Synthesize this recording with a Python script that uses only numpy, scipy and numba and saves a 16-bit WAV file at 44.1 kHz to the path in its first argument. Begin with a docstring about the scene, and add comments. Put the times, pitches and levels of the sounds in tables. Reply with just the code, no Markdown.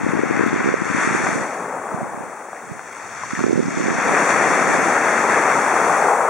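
"""Gusts thump and slap at two microphone ports while a spent wave washes up a pebble beach and fizzes out;
stones knock in the water, then a last wave breaks and tumbles in. Surf is swarms of damped sines (bubbles,
drops) over filtered noise; stones are short tones and ticks; wind is thumps, noise and single push-pull
pulses, and each port's buffeting leaks inverted into the other channel."""
import sys
import numpy as np
from scipy import signal
from scipy.fft import rfft, irfft, next_fast_len
from scipy.io import wavfile
from scipy.ndimage import uniform_filter1d
from numba import njit

SR = 44100
rng = np.random.default_rng(int(sys.argv[2]) if len(sys.argv) > 2 else 0)


def inscribe(sig):
    """Save sig as 16-bit PCM at rate SR to the path in sys.argv[1].

    A 1-D sig is mono; a 2-D sig holds one channel per row.
    Samples are clipped to [-1, 1] before scaling.
    """
    pcm = np.round(np.clip(np.atleast_2d(sig).T, -1, 1) * 32767)
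    wavfile.write(sys.argv[1], SR, pcm.astype(np.int16))


N = 277389
TIME = np.arange(N) / SR
PADDED = next_fast_len(N + SR // 10)
BINS = np.arange(PADDED // 2 + 1) * SR / PADDED  # Hz

# filter of splashing drops and pebble clicks: hz, gain_db
SPLASH_FILTER = [(400, -26), (900, -6.5), (1300, -1.5), (1800, -1), (2300, -2.5), (3000, -7), (4500, -15.5),
                 (8000, -68)]


def surf(roar_gain, splash_gain, spray_gain, hiss_gain,
         slosh_db=0.49, slosh_rate_hz=26, flutter_db=0.6, flutter_rate_hz=13):
    """Big air pockets gulp, bubble clouds roar, drops splash, spray and draining shingle hiss; foam fizzes."""
    # big air pockets against the roar: time_s, level_db
    churn = [(0, -8), (1.0, -1.5), (2.2, -8), (3.7, -4.5), (4.15, -2.5), (5.2, -3.5), (5.9, -8),
             (6.29, -16.5)]
    # fizz lingering on the wet stones: time_s, level_db
    fizz = [(0.8, -54), (1.5, -46), (3.0, -46), (3.6, -50)]
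    # layer filters: hz, gain_db
    pocket_filter = [(30, -66), (70, -32), (130, -11.5), (220, -3), (400, 0), (520, 0.5), (750, 0.5),
                     (1400, -33)]
    roar_filter = [(150, -59), (400, -3), (600, -3), (800, 1.5), (1050, -0.5), (1400, -4), (2000, -9.5),
                   (4000, -35)]
    spray_filter = [(1500, -20), (3000, 5.5), (4500, 7), (6000, 5), (7500, -3.5), (9500, -10.5),
                    (11000, -23), (16000, -33)]
    hiss_filter = [(1500, 2), (3000, 5.5), (4500, 5.5), (6000, 4), (7500, -5.5), (9500, -16.5),
                   (16000, -62)]
    foam_filter = [(2000, -26), (4000, 0), (6000, 4.5), (8000, 4.5), (10000, -0.5), (11000, -9),
                   (16000, -8.5)]
    fresh_foam_db, foam_splash_share = -15, 0.13  # relative to roar gain; how far it follows the splash

    churn_db, = curves(churn)
    fizz_db, = curves(fizz)
    fresh_gain = roar_gain * (splash_gain / roar_gain) ** foam_splash_share * undb(fresh_foam_db)
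    foam_gain = np.hypot(undb(fizz_db), fresh_gain)

    pockets = water(swarm(1200, 122.5, 895, 5.6, 1.3, 0.072), pocket_filter, blur_db=5.0)
    roar = water(swarm(2200, 416, 1760, 10.9, 2.17, 0.43), roar_filter, blur_db=8.5)
    splash = water(swarm(4000, 1074, 4620, 6.1, 1.8, 0.044), SPLASH_FILTER, blur_db=6.5)
    spray = water(swarm(6000, 3030, 12600, 14.0, 1.8, 0), spray_filter, blur_db=7.0)
    hiss = water(swarm(4000, 3180, 10200, 5.5, 2.8, 0), hiss_filter, blur_db=-0.5)
    foam = water(swarm(3900, 3520, 15500, 27, 1.8, 0.1), foam_filter, blur_db=5.5) * foam_gain

    pockets = pockets * roar_gain * undb(churn_db + 1.0)
    roar = roar * roar_gain * undb(1.0)
    splash = splash * splash_gain * undb(4.5)
    spray = spray * spray_gain * undb(12.0)
    hiss = hiss * hiss_gain * undb(12.0)

    # splash and spray flutter independently; all but the foam sloshes together
    splash = splash * undb(flutter_db * walk(flutter_rate_hz))
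    spray = spray * undb(flutter_db * walk(flutter_rate_hz))
    slosh = undb(slosh_db * walk(slosh_rate_hz))
    return (pockets + roar + splash + spray + hiss) * slosh + foam


def sea():
    """Gains of roar, splash, spray, backwash flow and its hiss; powers of all moving water add."""
    # waves, the first already spent; levels before layer trims: breaks_s, run_s, splash_db, roar_db
    waves = [(-0.34, 0.1, -18.5, -34), (0.985, 0.35, -22.5, -29.5), (4.14, 1.84, -21, -18)]
    # crest stretches falling at once; levels before layer trims: lands_s, roar_db, splash_db, spray_db
    surges = [(0.105, -35, -28, -51), (4.085, -30, -32, -42), (4.28, -34, -24, -35), (4.42, -27, -31, -37),
              (4.89, -24, -35, -48), (5.18, -42, -27, -48), (5.84, -22.5, -42, -40), (6.09, -22, -42, -48)]
    # water dragging back through pebbles; before trims: full_flow_s, length_s, splash_db, hiss_db
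    drags = [(0.373, 0.32, -27.8, -42), (3.317, 0.11, -35, -39), (3.84, 0.22, -33, -36.5)]
    drag_roar_db = -13  # relative to its splash
    far_roar_db, far_splash_db, far_spray_db = -42, -44, -55  # surf further along the beach

    roar, splash, spray = together([wave(*row) for row in waves] + [surge(*row) for row in surges])
    drag, hiss = together([backwash(*row) for row in drags])
    roar = np.hypot(together([roar, drag * undb(drag_roar_db)]), undb(far_roar_db))
    splash = np.hypot(together([splash, drag]), undb(far_splash_db))
    spray = np.hypot(spray, undb(far_spray_db))
    return roar, splash, spray, drag, hiss


def wave(breaks_s, run_s, splash_db, roar_db):
    """Gains of one wave: it topples, runs in as splash turns to roar, climbs the stones and drains."""
    break_db_per_s, collapse_db_per_s = 39, 42
    splash_sag_db, roar_growth_db, spray_growth_db = 5, 4.5, 1  # over the run
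    swash_s, drain_db_per_s = 0.59, 16
    shingle_swell_db, shingle_swell_s = 0.3, 0.035
    crest_spray_db, swash_splash_db = -13, -14  # spray relative to splash; splash relative to roar
    spray_lag_s = 0.06

    progress = np.clip((TIME - breaks_s) / run_s, 0, 1) ** 2
    climb = np.clip((TIME - breaks_s - run_s) / shingle_swell_s, 0, 1)
    crest = swell(breaks_s, run_s, break_db_per_s, collapse_db_per_s)
    crest = crest * undb(splash_db - splash_sag_db * progress)
    roar = swell(breaks_s, run_s + swash_s, break_db_per_s, drain_db_per_s)
    roar = roar * undb(roar_db - roar_growth_db * (1 - progress) + shingle_swell_db * climb)
    spray = np.interp(TIME - spray_lag_s, TIME, crest)
    spray = spray * undb(crest_spray_db + spray_growth_db * progress)
    return roar, np.hypot(crest, roar * undb(swash_splash_db)), spray


def surge(lands_s, roar_db, splash_db, spray_db):
    """Gains of roar, splash and spray of one stretch of crest that comes down at once."""
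    fall = swell(lands_s, length_s=0.012, rise_db_per_s=200, fall_db_per_s=100)
    return fall * undb(roar_db), fall * undb(splash_db), fall * undb(spray_db)


def backwash(start_s, length_s, splash_db, hiss_db):
    """Gains of water that gathers down the slope and is cut off; its hiss drains more slowly."""
    splash = swell(start_s, length_s, rise_db_per_s=26, fall_db_per_s=106)
    hiss = swell(start_s, length_s, rise_db_per_s=26, fall_db_per_s=58)
    return splash * undb(splash_db), hiss * undb(hiss_db)


def stones(upper_ratio=1.57, upper_db=-3, rebound_s=0.0068, rebound_db=-9,
           knock_db=-1.0, lowest_hz=620, crack_db=-15, crack_s=0.0017):
    """Each stone cracks, rings with two short tones and falls back once; too small to radiate bass."""
    # stones knocked together by the water; level before trim: start_s, level_db, pitch_hz, t60_s
    knocks = [(1.2645, -10, 760, 0.011), (1.2687, -7.5, 1080, 0.018), (1.273, -12, 1170, .012),
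              (2.531, -14, 730, 0.012), (2.794, -11.5, 1560, 0.0045), (2.928, -19, 3360, 0.01),
              (2.968, -21, 1410, 0.013), (3.235, -13, 1050, 0.023), (3.3064, -12, 2030, 0.012),
              (3.310, -17, 1340, 0.022), (3.352, -11.5, 1890, 0.014), (3.365, -14, 1770, 0.025),
              (3.392, -8.5, 1270, 0.0071), (3.403, -11, 1410, 0.0073), (3.4376, -8, 1400, 0.0074),
              (5.298, -7, 1230, .01), (5.372, -5, 1250, .01)]
    s, db, hz, t60 = np.transpose(knocks)
    ahead = np.zeros(len(s))
    lower = rings(s, hz, t60, undb(db), 0., ahead)
    upper = rings(s, hz * upper_ratio, t60 / 2, undb(db + upper_db), 0., ahead)
    rebound_at = s + rebound_s * (.5 + rng.random(len(s)))
    rebound = rings(rebound_at, hz, t60 / 2, undb(db + rebound_db), 0., ahead)
    crack = ticks(s, db + crack_db, crack_s)
    return undb(knock_db) * bass_cut(lower + upper + rebound + crack, lowest_hz)


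def shingle(drag_gain, splash_gain, dragged_db=-10, struck_db=-13, settling_db=-48, grit_db=-4, spatter_db=-9.0):
    """Pebbles rattle and tick where backwash drags them or water falls on them; a few keep settling."""
    clicks = water(swarm(300, 930, 3360, 13, 3.6, 0), SPLASH_FILTER, blur_db=-23)
    moved = together([drag_gain * undb(dragged_db), splash_gain * undb(struck_db)])
    rattle = clicks * np.hypot(moved, undb(settling_db))
    return rattle + spatter() * together([drag_gain * undb(grit_db), splash_gain * undb(spatter_db)])


def spatter(rate_hz=130, spread_db=4.5, decay_s=0.0046):
    """An uneven patter of sharp ticks: many faint, a few strong."""
    when, strength = rng.random((int(rate_hz * N / SR), 2)).T
    return unit(ticks(when * N / SR, -spread_db * np.log(strength + 1 / 50), decay_s))


def ticks(s, db, decay_s):
    """Stone or spatter on stone: very short bursts of bright noise."""
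    # filter of the ticks: hz, gain_db
    grit_filter = [(600, -20), (1200, 2.5), (2300, 6.5), (4000, 4.5), (7000, -15.5), (11000, -46)]
    hits = np.bincount((s * SR).astype(int), undb(db), N)
    envelope = signal.lfilter([1], [1, -np.exp(-1 / (decay_s * SR))], hits)
    return envelope * water(0, grit_filter, blur_db=0)


def ports(beach):
    """Two close ports hear long waves alike and short ones differently; the surf is stronger on the left."""
    # the beach at the two ports: hz, likeness_0_to_1, left_minus_right_db
    port_likeness = [(100, 0.94, 2.5), (500, 0.99, 3.5), (1140, 0.99, 5), (1560, 0.73, 4.5),
                     (2100, 0.88, 4), (4000, 0.65, 2), (6500, 0.41, 1.5), (10000, 0.14, 1.1), (15000, 0, 1)]
    likeness, left_db = spectra(port_likeness)
    likeness = np.clip(likeness, -1, 1)
    mid, side = shape(beach, np.sqrt([1 + likeness, 1 - likeness]) / np.sqrt(2))
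    return shape(np.array([mid + side, mid - side]), pan(left_db))


def wind(strong_db=-16, wind_db=3.5, slap_db=0.25, cut_hz=138, top_hz=850, deepest_hz=72, ceiling=0.8, leak=0.38):
    """Each port is buffeted by its own eddies, and shows up inverted and weaker in the other channel."""
    # gusts; level before trim, lean is half the left-right force ratio: start_s, length_s, level_db, lean_db
    gusts = [(0.023, 0.46, -19, 5), (0.572, 0.14, -18, -3.5), (0.813, 0.14, -23.5, 12),
             (0.974, 0.42, -21.5, -1), (1.94, 0.1, -29.5, -20), (2.136, 0.11, -30.5, -18),
             (2.707, 0.025, -31, -17), (3.417, 0.18, -16, -16), (3.624, 0.17, -23.5, 0),
             (3.787, 0.15, -19.5, -6), (4.073, 0.058, -21, -23), (4.353, 0.31, -28, -12),
             (4.68, 0.15, -24, -6)]
    parts = []
    for s, length_s, db, lean_db in gusts:
        sides = unit(pan(2 * lean_db)) / np.sqrt(2)
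        gust = swell(s, length_s, rise_db_per_s=274, fall_db_per_s=216) * undb(db)
        parts.append(np.outer(sides, gust))
    force = together(parts)
    speed = np.clip(np.sqrt(together(force) / undb(strong_db)), 0, 1)  # relative, 0-1
    buffeting = np.array([eddies(speed), eddies(speed)]) * force * undb(wind_db)
    pressure = bass_cut(buffeting, cut_hz) + undb(slap_db) * slaps(force)
    # the microphone rounds the hardest blows
    rounded = ceiling * np.tanh(pressure / ceiling)
    band = 1 / np.sqrt((1 + (BINS / top_hz) ** 8) * (1 + (deepest_hz / (BINS + 1)) ** 4))
    rumble = shape(rounded, band)
    return rumble - leak * rumble[::-1]


def eddies(speed, calm_hz=140, blur_hz=400, blur_db=-8):
    """Pressure on one port: distinct thumps over a blur of eddies that is deep in slow air."""
    deep = unit(shape(rng.standard_normal(N), 1 / np.sqrt(1 + (BINS / calm_hz) ** 6)))
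    bright = unit(shape(rng.standard_normal(N), 1 / np.sqrt(1 + (BINS / blur_hz) ** 6)))
    blur = 2 * (1 - speed) * deep + speed * bright
    return (puffs(speed) + undb(blur_db) * blur) / np.sqrt(2)


def puffs(speed, rate_hz=68, scatter=0.3985, slow_hz=170, fast_hz=325, cycles=4.5, size_db=2.5):
    """Eddies strike one port in an uneven train of short thumps; faster air makes them higher."""
    late, pitch, size = rng.standard_normal((int(rate_hz * N / SR), 3)).T
    s = np.abs(np.arange(len(late)) + scatter * late) / rate_hz
    hz = slow_hz + (fast_hz - slow_hz) * np.interp(s, TIME, speed)
    hz = hz * 2 ** (.3 * pitch)
    push = undb(size_db * size) * np.sign(late)
    return unit(rings(s, hz, cycles / hz, push, 0., np.zeros(len(s)))[0])


def slaps(force, cycles=0.59, zero_db_hz=355, db_per_octave=16.5):
    """The hardest eddies: each a push and pull of air on the port under more force; harder is quicker."""
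    # slaps of air; level before trim and rounding: centre_s, level_db
    slap_events = [(0.046, -6), (0.066, -1.5), (0.136, -3), (0.154, -6), (0.194, -1.5), (0.236, 2),
                   (0.311, -0.5), (0.396, -1), (0.411, -0.5), (0.439, -3), (0.464, -2.5), (0.531, -4),
                   (0.542, -5), (0.562, -4), (0.661, -3), (0.676, -2), (0.690, 0), (0.742, 5),
                   (0.821, -6.5), (0.902, -9), (0.949, -7), (0.984, -8), (1.076, -5), (1.112, -9),
                   (1.150, -2), (1.240, -8), (1.360, -8), (1.946, -17), (2.032, -14), (2.719, -18),
                   (3.335, -9.5), (3.393, -9), (3.414, -7), (3.442, -2.5), (3.466, -0.5), (3.497, -4),
                   (3.509, 1.5), (3.531, -0.5), (3.558, -5), (3.578, -1), (3.594, 0), (3.602, -2),
                   (3.684, -8.5), (3.775, -6.5), (3.807, -7.5), (3.863, -8), (3.885, -5), (3.907, -9),
                   (3.988, -9)]
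    out = np.zeros((2, N))
    for s, db in slap_events:
        port = np.argmax(force[:, int(s * SR)])
        turns = (TIME - s) * zero_db_hz * 2 ** (db / db_per_octave)
        near = np.abs(turns) < 2
        pulse = np.sin(2 * np.pi * turns[near]) * np.exp(-(turns[near] / cycles) ** 2)
        out[port, near] += undb(db) * pulse
    return out


def breeze(breeze_db=-58.5, wobble_db=5.6, lowest_hz=85, highest_hz=190):
    """Air rumbles faintly throughout: wavering band noise, drawn separately for the two ports."""
    band = signal.butter(2, [lowest_hz, highest_hz], "band", fs=SR, output="sos")
    rumble = unit(signal.sosfilt(band, rng.standard_normal((2, N))))
    return rumble * undb(breeze_db + wobble_db * walk(10.0))


def water(grains, colour, blur_db):
    """Near grains over the blur of countless far ones; beyond its filter table the sound dies away."""
    cloud = grains + undb(blur_db) * rng.standard_normal((2, N))
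    ends = np.minimum(BINS / colour[0][0], 1) ** 2 / np.maximum(BINS / colour[-1][0], 1) ** 2
    return unit(shape(cloud, ends * undb(spectra(colour)[0])))


def swarm(rate_hz, lo_hz, hi_hz, cycles, spread_db, glide):
    """Bubbles or drops at random times, pitches and places: many faint, a few strong."""
    when, pitch, strength, life, place = rng.random((int(rate_hz * N / SR), 5)).T
    hz = np.minimum(lo_hz * (hi_hz / lo_hz) ** pitch, SR / 2)
    size = undb(-spread_db * np.log(strength + 1 / 200)) * hz / hi_hz
    t60 = cycles * (.5 + life) / hz
    return unit(rings(when * N / SR, hz, t60, size, float(glide), 2 * np.pi * place))


@njit
def rings(starts, hz, t60, size, glide, angle):
    """Damped sines gliding up by a fraction as they fade; angle shares each between two channels."""
    out = np.zeros((2, N))
    for k in range(len(starts)):
        first, length = int(starts[k] * SR), int(t60[k] * SR) + 2
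        turn = 2 * np.pi * hz[k] / SR
        z = size[k] + 0j
        p = np.exp(1j * turn - np.log(1000) / length)
        bend = np.exp(1j * turn * glide / length)
        a, b = np.cos(angle[k]), np.sin(angle[k])
        for i in range(first, min(first + length, N)):
            z *= p
            p *= bend
            out[0, i] += a * z.imag
            out[1, i] += b * z.imag
    return out


def swell(start_s, length_s, rise_db_per_s, fall_db_per_s):
    """Gain that rises to 1 at the start, holds and dies away."""
    before_s = np.maximum(start_s - TIME, 0)
    after_s = np.maximum(TIME - start_s - length_s, 0)
    return undb(-rise_db_per_s * before_s - fall_db_per_s * after_s)


def together(parts):
    """Joint gain of unrelated sounds: their powers add."""
    return np.sqrt(np.sum(np.square(parts), axis=0) + 1e-18)


def walk(rate_hz):
    """Smooth chance that changes about rate_hz times a second; rms 1."""
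    hold = max(int(SR / rate_hz), 2)
    steps = np.repeat(rng.standard_normal(N // hold + 2), hold)
    return unit(uniform_filter1d(steps, hold)[rng.integers(hold):][:N])


def undb(db):
    """Decibels to gain."""
    return 10 ** (np.asarray(db) / 20)


def unit(x):
    """Scale to rms 1."""
    return x / np.sqrt(np.mean(x ** 2))


def pan(db):
    """Left and right gains for a level difference."""
    return undb(np.array([db, -db]) / 2)


def curves(table):
    """Each column of a timed table, at every sample."""
    s, *columns = np.transpose(table)
    return [np.interp(TIME, s, c) for c in columns]


def spectra(table):
    """Each column of a frequency table, at every bin, along log frequency."""
    hz, *columns = np.transpose(table)
    return [np.interp(np.log(BINS + 1), np.log(hz), c) for c in columns]


def shape(x, gain):
    """Filter with a gain per bin."""
    return irfft(rfft(x, PADDED) * gain, PADDED)[..., :N]


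def bass_cut(x, hz):
    """High-pass, 18 dB an octave."""
    return signal.sosfilt(signal.butter(3, hz, "high", fs=SR, output="sos"), x)


def scene():
    """Surf and stones in front, wind on the microphone."""
    roar, splash, spray, drag, hiss = sea()
    beach = surf(roar, splash, spray, hiss) + shingle(drag, splash) + stones()
    return ports(beach) + wind() + breeze()


def record(dry, notch_width_hz=2200, dip_hz=12750, dip_width_hz=1250, dip_db=-30, top_hz=15800):
    """The camera hollows out the low treble with three notches, has a dip higher up and cuts the top."""
    # notch centres: hz
    notch_centres = [3010, 4010, 5010]
    off_centre = ((BINS - dip_hz) / dip_width_hz) ** 2
    gain = undb(dip_db * np.exp(-off_centre ** 2))
    for hz in notch_centres:
        gap = hz ** 2 - BINS ** 2
        gain = gain * gap / (gap + 1j * notch_width_hz * BINS)
    top_cut = signal.ellip(10, .2, 80, top_hz, fs=SR, output="sos")
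    return signal.sosfilt(top_cut, shape(dry, gain))


dry = scene()
out = record(dry)
inscribe(out)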